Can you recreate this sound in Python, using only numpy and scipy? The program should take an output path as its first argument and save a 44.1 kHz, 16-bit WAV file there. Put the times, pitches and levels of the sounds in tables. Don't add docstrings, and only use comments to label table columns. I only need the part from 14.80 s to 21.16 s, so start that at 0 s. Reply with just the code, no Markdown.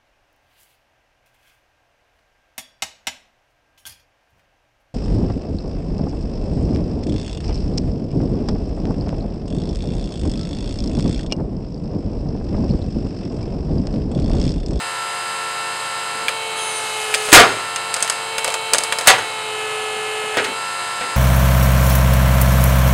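import sys
import numpy as np
from scipy import signal
from scipy.fft import rfft, irfft, next_fast_len
from scipy.io import wavfile
from scipy.ndimage import map_coordinates

SR = 44100
rng = np.random.default_rng(int(sys.argv[2]) if len(sys.argv) > 2 else 0)


def unload_wav(signal):
    wavfile.write(
        sys.argv[1],
        SR,
        np.round(np.clip(np.atleast_2d(signal).T, -1, 1) * 32767).astype(np.int16),
    )


N = 280476
IDLE_HZ = 49.785


def amp(db):
    return 10 ** (np.asarray(db) / 20)


def unit(x):
    return x / np.sqrt(np.mean(x ** 2) + 1e-20)


def along(points, hz):
    point_hz, values = np.transpose(points)
    return np.interp(np.log(hz + 1), np.log(point_hz + 1), values)


def wobble(rate_hz):
    knots = rng.standard_normal(int(N * rate_hz / SR) + 4)
    coarse = np.arange(0, N + 64, 64)
    return np.interp(np.arange(N), coarse, map_coordinates(knots, [coarse * rate_hz / SR]))


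def noise(colour, size=N, tilt_db=0):
    padded = next_fast_len(size)
    hz = np.fft.rfftfreq(padded, 1 / SR)
    octaves = np.log2(np.maximum(hz, 150) / 1000)
    gain = amp(along(colour, hz) + tilt_db * octaves)
    return unit(irfft(rfft(rng.standard_normal(padded)) * gain)[:size])


def add(track, start_s, sound):
    start = round(start_s * SR)
    track[start:start + len(sound)] += sound[:max(N - start, 0)]


def gate(start_s, end_s, attack_s, release_s):
    t = np.arange(N) / SR
    rise = np.clip((t - start_s) / attack_s, 0, 1)
    return rise * np.exp(-np.maximum(t - end_s, 0) / release_s)


def machine(idle_db=-6, loaded_db=-6, tooth_db=-1.0, shaft_db=0.6, pump_db=-0.2, waver_db=0.7):
    strain = [(0, 0.021), (.08, .14), (.25, .48), (1.45, 0.36), (1.95, 0.92)]
    # frequency in Hz, relative level in dB.
    idle_rush = [(25, -36), (60, -19), (110, -8), (250, -7.5), (450, -4), (950, -1), (1400, 3.5),
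                 (2400, -2.5), (2950, 0), (3450, -8), (4100, -1), (5800, -12.5), (8400, -5.5), (11000, -31),
                 (15500, -39)]
    # frequency in Hz, relative level in dB.
    load_rush = [(25, -34), (60, -36), (110, -11), (280, -12), (460, -1), (850, -2), (1400, -0.5),
                 (2200, -7.5), (2900, -4), (4000, -10.5), (5800, -15.5), (8600, -12), (11500, -25.5),
                 (15500, -47)]
    # share of full pressure, level in dB before the mix gains.
    rush_by_load = [(0, -23.5), (.45, -25), (1, -22.5)]
    # frequency in Hz, rms level in dB.
    hum_tones = [(102.3, -68), (118.4, -51.5)]
    slip_hz = motor_slip()
    load = np.clip(np.interp(slip_hz, *np.transpose(strain)), 0, 1)
    turns = np.cumsum(IDLE_HZ - slip_hz + .015 * wobble(13)) / SR

    teeth = 9
    spurts_db = tooth_db * np.sin(2 * np.pi * teeth * turns)
    spurts_db += shaft_db * np.sin(2 * np.pi * 2 * turns)
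    oil = amp(idle_db) * np.sqrt(1 - load) * noise(idle_rush)
    oil += amp(loaded_db) * np.sqrt(load) * noise(load_rush)
    rush_db = np.interp(load, *np.transpose(rush_by_load)) + waver_db * wobble(4)

    t = np.arange(N) / SR
    hum = np.sqrt(2) * sum(amp(db) * np.sin(2 * np.pi * hz * t + .2 * wobble(5.3)) for hz, db in hum_tones)
    return amp(pump_db) * pump(turns, load) + amp(rush_db + spurts_db) * oil + hum


def motor_slip(build_power=1.7, relief_s=.035):
    # start in s, end in s, full slip in turns per second, rise in s.
    pushes = [(0.6, 1.47, 0.02, 0.4), (1.384, 2.53, 2.678, 0.8), (2.695, 3.299, 0.073, 0.144),
              (3.256, 3.946, 0.415, 0.36), (3.931, 4.188, 0.225, 0.086), (4.241, 5.649, 1.97, 0.302)]
    t, slip_hz = np.arange(N) / SR, np.zeros(N)
    for start_s, end_s, full_hz, rise_s in pushes:
        pushed_s = np.clip(t - start_s, 0, end_s - start_s)
        built = 1 - np.exp(-(pushed_s / rise_s) ** build_power)
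        slip_hz += full_hz * built * np.exp(-np.maximum(t - end_s, 0) / relief_s)
    return slip_hz


def pump(turns, load, drift_db=0.5, bearing_db=2.5, scatter_db=6.0):
    # multiple of the shaft rate, relative level in dB idling, pressing, at full pressure.
    gear_orders = [(9, -41, -32, -25.5), (12, -49, -45, -62), (16, -48, -49, -34), (17, -60, -45, -40),
                   (18, -35.5, -31, -41), (19, -45, -53, -45), (20, -37, -43, -43), (22, -48, -50, -43),
                   (23, -49, -41, -50), (25, -45, -44, -49), (26, -59, -44, -44), (27, -28, -37, -32),
                   (29, -39, -47, -50), (34, -40, -48, -48), (35, -48, -52, -47), (36, -35, -45, -33),
                   (40, -45, -51, -62), (41, -40, -54, -55), (43, -45, -45, -40), (45, -40, -33, -35),
                   (52, -45, -42, -49), (54, -36, -35, -32), (56, -48, -45, -48), (57, -50, -52, -39),
                   (59, -52, -50, -40), (60, -46, -51, -62), (61, -48, -39, -38), (63, -44, -35, -38),
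                   (65, -52, -44, -40), (70, -51, -50, -56), (72, -50, -50, -52), (76, -47, -50, -63),
                   (78, -50, -48, -63), (79, -45, -39, -51), (80, -48, -43, -56), (81, -57, -40, -50),
                   (83, -48, -47, -50), (86, -55, -56, -63), (87, -56, -45, -63), (90, -47, -51, -43),
                   (99, -39.5, -50, -60), (135, -50, -55, -57), (136, -58, -53, -50), (151, -51, -63, -55),
                   (152, -63, -59, -49), (165, -50, -60, -63), (171, -48, -52, -58), (180, -58, -51, -51),
                   (188, -55, -52, -44), (197, -59, -61, -50), (207, -56, -61, -63), (216, -63, -63, -57),
                   (217, -66, -62, -57), (288, -80, -75, -68)]
    # multiple of the shaft rate, relative level in dB idling, pressing, at full.
    bearing_orders = [(7.19, -51, -54, -64), (10.79, -44, -44, -46), (14.38, -40, -41, -52),
                      (16.39, -42, -45, -58), (21.57, -39, -43, -50), (25.16, -45, -44, -49)]
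    # frequency in Hz, relative level in dB idling, at full pressure.
    weak_orders = [(50.5, -61.5, -59), (247, -58.5, -68), (393, -49.5, -48.5), (1230, -58, -52),
                   (2160, -52, -51), (2870, -59, -48), (4100, -53, -56), (5970, -59.5, -60.5),
                   (7600, -57.5, -62), (9100, -56.5, -60), (10000, -61, -67), (10400, -63.5, -64),
                   (11160, -68, -67.5), (15100, -84, -81)]

    def tone(order, levels_db):
        size = np.interp(load, [0, .5, 1], amp(levels_db)) * amp(drift_db * wobble(2.33) + wobble(20))
        return size * np.sin(2 * np.pi * (order * turns + rng.random()) + .07 * wobble(30))

    gears = sum(tone(order, levels_db) for order, *levels_db in gear_orders)
    bearings = sum(tone(order, levels_db) for order, *levels_db in bearing_orders)
    idling = buzz(turns, [(hz, db) for hz, db, _ in weak_orders], scatter_db)
    straining = buzz(turns, [(hz, db) for hz, _, db in weak_orders], scatter_db)
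    weak = np.sqrt(1 - load) * idling + np.sqrt(load) * straining
    return np.sqrt(2) * (gears + amp(bearing_db) * bearings + weak)


def buzz(turns, spectrum, scatter_db):
    orders = np.arange(320)
    scatter = unit(amp(scatter_db * np.clip(rng.standard_normal(len(orders)), -2, 2)))
    sizes = scatter * amp(along(spectrum, orders * IDLE_HZ))
    lines = sizes * np.exp(2j * np.pi * rng.random(len(orders))) * (orders > 0)
    one_turn = irfft(lines, 4096, norm="forward") / 2
    return np.interp(turns % 1, np.linspace(0, 1, len(one_turn), endpoint=False), one_turn)


def wedge(grain_db=1.5, judder_db=1, flutter_db=2, fundamental_db=-13):
    # start in s, end in s, level at the start in dB.
    rubs = [(1.757, 2.564, -34), (2.953, 3.33, -48), (3.932, 4.08, -41)]
    # frequency in Hz, relative level in dB.
    rub_colour = [(300, -24), (1500, -3), (3000, -3), (4600, -1), (5500, -3), (6400, -1), (8000, -4),
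                  (9500, -1.5), (12000, -14.5), (16000, -36)]
    # multiple of the fundamental, relative level in dB.
    squeak_partials = [(2, -5), (3, 0)]
    rub_attack_s, rub_release_s, rub_grows_db_per_s = 0.031, .07, 9
    squeak_s, squeak_end_s, squeak_attack_s, squeak_release_s = 1.75, 2, .04, .06
    squeak_hz, sag_hz_per_s2, squeak_db = 3230, 4000, -30
    chirp_s, chirp_width_s, chirp_db = 1.8, 0.018, -24
    t = np.arange(N) / SR

    grip = np.zeros(N)
    for start_s, end_s, db in rubs:
        level_db = db + rub_grows_db_per_s * np.clip(t - start_s, 0, end_s - start_s)
        grip += amp(level_db) * gate(start_s, end_s, rub_attack_s, rub_release_s)
    rub = grip * unit(noise(rub_colour) * amp(grain_db * wobble(500) + judder_db * wobble(35.9)))

    hz = squeak_hz - sag_hz_per_s2 * np.clip(t - squeak_s, 0, .5) ** 2
    phase = 2 * np.pi * np.cumsum(hz * (1 + .032 * wobble(600))) / SR
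    hoarse = amp(fundamental_db) * np.sin(phase)
    hoarse += sum(amp(db) * np.sin(k * phase) for k, db in squeak_partials)
    chirp = amp(chirp_db) * np.exp(-((t - chirp_s) / chirp_width_s) ** 2) * np.sin(phase)
    squeak_gate = gate(squeak_s, squeak_end_s, squeak_attack_s, squeak_release_s)
    squeak = chirp + amp(squeak_db) * squeak_gate * hoarse
    return rub + amp(flutter_db * wobble(59.9)) * squeak


def blows(rows, colour, damping, splinter_db):
    # frequency in Hz, t60 in s before the damping factor.
    wood_t60 = [(60, 0.36), (110, 0.52), (250, 0.46), (600, 0.34), (1500, 0.31), (4000, .2), (12000, 0.1)]
    # frequency in Hz, relative level in dB, t60 in s.
    log_modes = [(585, -13, 0.46), (760, -11, 0.2), (1966, -11, 0.18), (3550, -17, 0.14),
                 (6505, -12, 0.093), (8900, -15, .11)]
    # frequency in Hz, relative level in dB, t60 in s.
    frame_modes = [(107.7, -23, 0.71), (395, -17, 0.55), (630.5, -21.5, 0.5), (1473, -13, 0.11),
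                   (1820, -20, 0.15), (2300, -41, 0.21)]
    out, t = np.zeros(N), np.arange(SR) / SR
    for start_s, db, tilt_db, log_db, frame_db in rows:
        splinters = unit(noise(colour, size=SR, tilt_db=tilt_db) * amp(splinter_db * wobble(152)[:SR]))
        hz, times, z = signal.stft(splinters, SR, nperseg=256)
        decay = amp(-60 * damping * times / along(wood_t60, hz)[:, None])
        wood = signal.istft(z * decay, SR)[1][:SR]
        rings = amp(log_db) * ring(log_modes, t) + amp(frame_db) * ring(frame_modes, t)
        add(out, start_s, amp(db) * (wood + rings))
    return out


def ring(modes, t, attack_s=0.00096):
    total = np.zeros(len(t))
    for hz, db, t60_s in modes:
        fade = amp(db + rng.normal(0, 0.61) - 60 * t / t60_s)
        total += fade * np.sin(2 * np.pi * (hz * t + rng.random()))
    return (1 - np.exp(-t / attack_s)) * total


def recoil(start_s=2.5275, hz=320, db=15, t60_s=0.035, low_hz=115, low_db=-5, low_t60_s=0.1):
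    out, t = np.zeros(N), np.arange(SR // 5) / SR
    add(out, start_s, ring([(hz, db, t60_s), (low_hz, low_db, low_t60_s)], t))
    return out


def fibres(snap_db=-5.5, crack_db=-7, knock_db=-10, snap_t60_s=0.018, crack_t60_s=0.031,
           knock_t60_s=0.075, tail_db=-19, tail_t60_s=0.21):
    # start in s, overall level in dB, crack and knock offsets in dB.
    snaps = [(1.483, -14, 13, -14), (2.3408, -9.5, 9.5, -19), (2.3462, -5, 0, -24), (2.488, -17.5, 9, 10),
             (2.5196, -7, 5, -24), (2.9606, -11, 2, -14), (3.1414, -5.5, -3.5, -21), (3.2051, -15, 0, -28),
             (3.2256, -1.5, -7.5, -19), (3.2772, -14, 1, -13), (3.2985, -2, -5, -11.5),
             (3.5825, -7.5, 0, -5), (3.6453, -6.5, -2, -1), (3.6782, -9.5, 0, 1), (3.702, -13.5, 0, 1),
             (3.7411, -8.5, -2.5, 0.5), (3.935, 2.5, -6, -6), (3.9464, -6.5, 1, -1), (3.9836, -2, -3.5, -6),
             (4.0366, -7, -19, -5.5), (4.1238, -7.5, 3.5, -2), (4.1863, -5.5, -3.5, -5)]
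    # frequency in Hz, relative level in dB.
    snap_colour = [(2500, -39), (4800, 6.5), (5700, 3.5), (6600, 3.5), (9000, 4), (11500, -10),
                   (16000, -46)]
    crack_colour = [(700, -24), (1500, 4), (2500, 4.5), (4000, 0), (6000, -35)]
    knock_colour = [(100, -37), (400, -16), (590, 14.5), (780, -1.5), (1200, 4.5), (2500, -31)]
    follow_delay_s, follow_db, follow_scatter_db = (.004, .025), -18.5, 2
    out, t = np.zeros(N), np.arange(SR // 5) / SR
    followers = []
    for start_s, *_ in snaps:
        level_db = follow_db + follow_scatter_db * rng.standard_normal()
        followers.append((start_s + rng.uniform(*follow_delay_s), level_db, 0, 0))
    for start_s, db, crack, knock in snaps + followers:
        parts = [(snap_colour, snap_db, snap_t60_s),
                 (crack_colour, crack_db + crack, crack_t60_s),
                 (knock_colour, knock_db + knock, knock_t60_s)]
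        for colour, part_db, t60_s in parts:
            fade = amp(-60 * t / t60_s) + amp(tail_db - 60 * t / tail_t60_s)
            add(out, start_s, amp(db + part_db) * fade * noise(colour, size=len(t)))
    return out


def wall(x, delay_s=.0042, echo_db=-10):
    return x + amp(echo_db) * np.pad(x, (round(delay_s * SR), 0))[:N]


def yard(x, echo_db=-19):
    # frequency in Hz, t60 in s.
    yard_t60 = [(100, .6), (400, 0.55), (3000, 0.73), (8000, 0.57), (14000, 0.46)]
    hz, times, z = signal.stft(rng.standard_normal(SR), SR, nperseg=256)
    tail = signal.istft(z * amp(-60 * times / along(yard_t60, hz)[:, None]), SR)[1]
    return x + amp(echo_db) * signal.fftconvolve(x, tail / np.linalg.norm(tail))[:N]


def scene():
    # start in s, level in dB, tilt in dB per octave, log ring in dB, frame ring in dB (relative).
    burst_rows = [(2.528, 8.5, 1.5, -6, -11), (2.546, 7.5, 0.5, 1, 0), (2.571, 4.5, -2.5, -5, 3),
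                  (2.598, -3.5, 0, -6, -3), (2.69, -25.5, -3, -4, 16.5), (4.2725, 2.5, 2.5, 2, -16),
                  (4.297, -5, -1, 2.5, -5), (4.383, -18.5, -2.5, 1, 1)]
    # frequency in Hz, relative level in dB.
    burst_colour = [(25, -30), (70, -36), (120, -12), (220, -19), (350, -4), (600, -0.5), (1400, 1.5),
                    (2500, -0.5), (4500, -5), (8500, -9), (12000, -17), (16000, -39)]
    # start in s, level in dB, tilt in dB per octave, relative frame ring in dB.
    knock_rows = [(1.345, -31, -3, -6), (1.411, -28.5, -3, -4), (3.927, -22, -2.5, -3),
                  (4.261, -18, 2.5, -6), (5.15, -35, -7.5, -3), (5.43, -29.5, -5, -7.5), (5.543, -25, 1, 0),
                  (5.571, -10.5, 0.5, 1.5), (5.643, -19.5, 5, -2), (5.68, -29.5, -6, -1),
                  (6.21, -21.5, 0, -6), (6.268, -29.5, -1.5, -5)]
    # frequency in Hz, relative level in dB.
    dull_colour = [(30, -38), (80, -12), (200, -7.5), (480, 6.5), (1000, -1.5), (1900, 4), (3000, -3.5),
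                   (5000, -11.5), (9000, -21), (16000, -46)]
    dull_log_db = -11.5
    bursts = blows(burst_rows, burst_colour, damping=1.12, splinter_db=1.5) + recoil()
    dull_rows = [(start_s, db, tilt_db, dull_log_db, frame_db) for start_s, db, tilt_db, frame_db in knock_rows]
    knocks = blows(dull_rows, dull_colour, damping=1.08, splinter_db=1.5)
    return (machine() + wedge() + yard(wall(fibres() + bursts + knocks)))[None]


def record(dry, ceiling=1.0, hardness=7, top_hz=15750):
    # frequency in Hz, gain in dB.
    mic = [(20, -5), (5200, -2), (5750, -9), (6400, 0), (6950, -4.5), (7600, 0.5), (16000, -1)]
    size = next_fast_len(N + SR // 2)
    hz = np.fft.rfftfreq(size, 1 / SR)
    x = irfft(rfft(dry, size) * amp(along(mic, hz)), size)
    clipped = x / (1 + np.abs(x / ceiling) ** hardness) ** (1 / hardness)
    return irfft(rfft(clipped) * (hz < top_hz), size)[:, :N]


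dry = scene()
out = record(dry)
unload_wav(out)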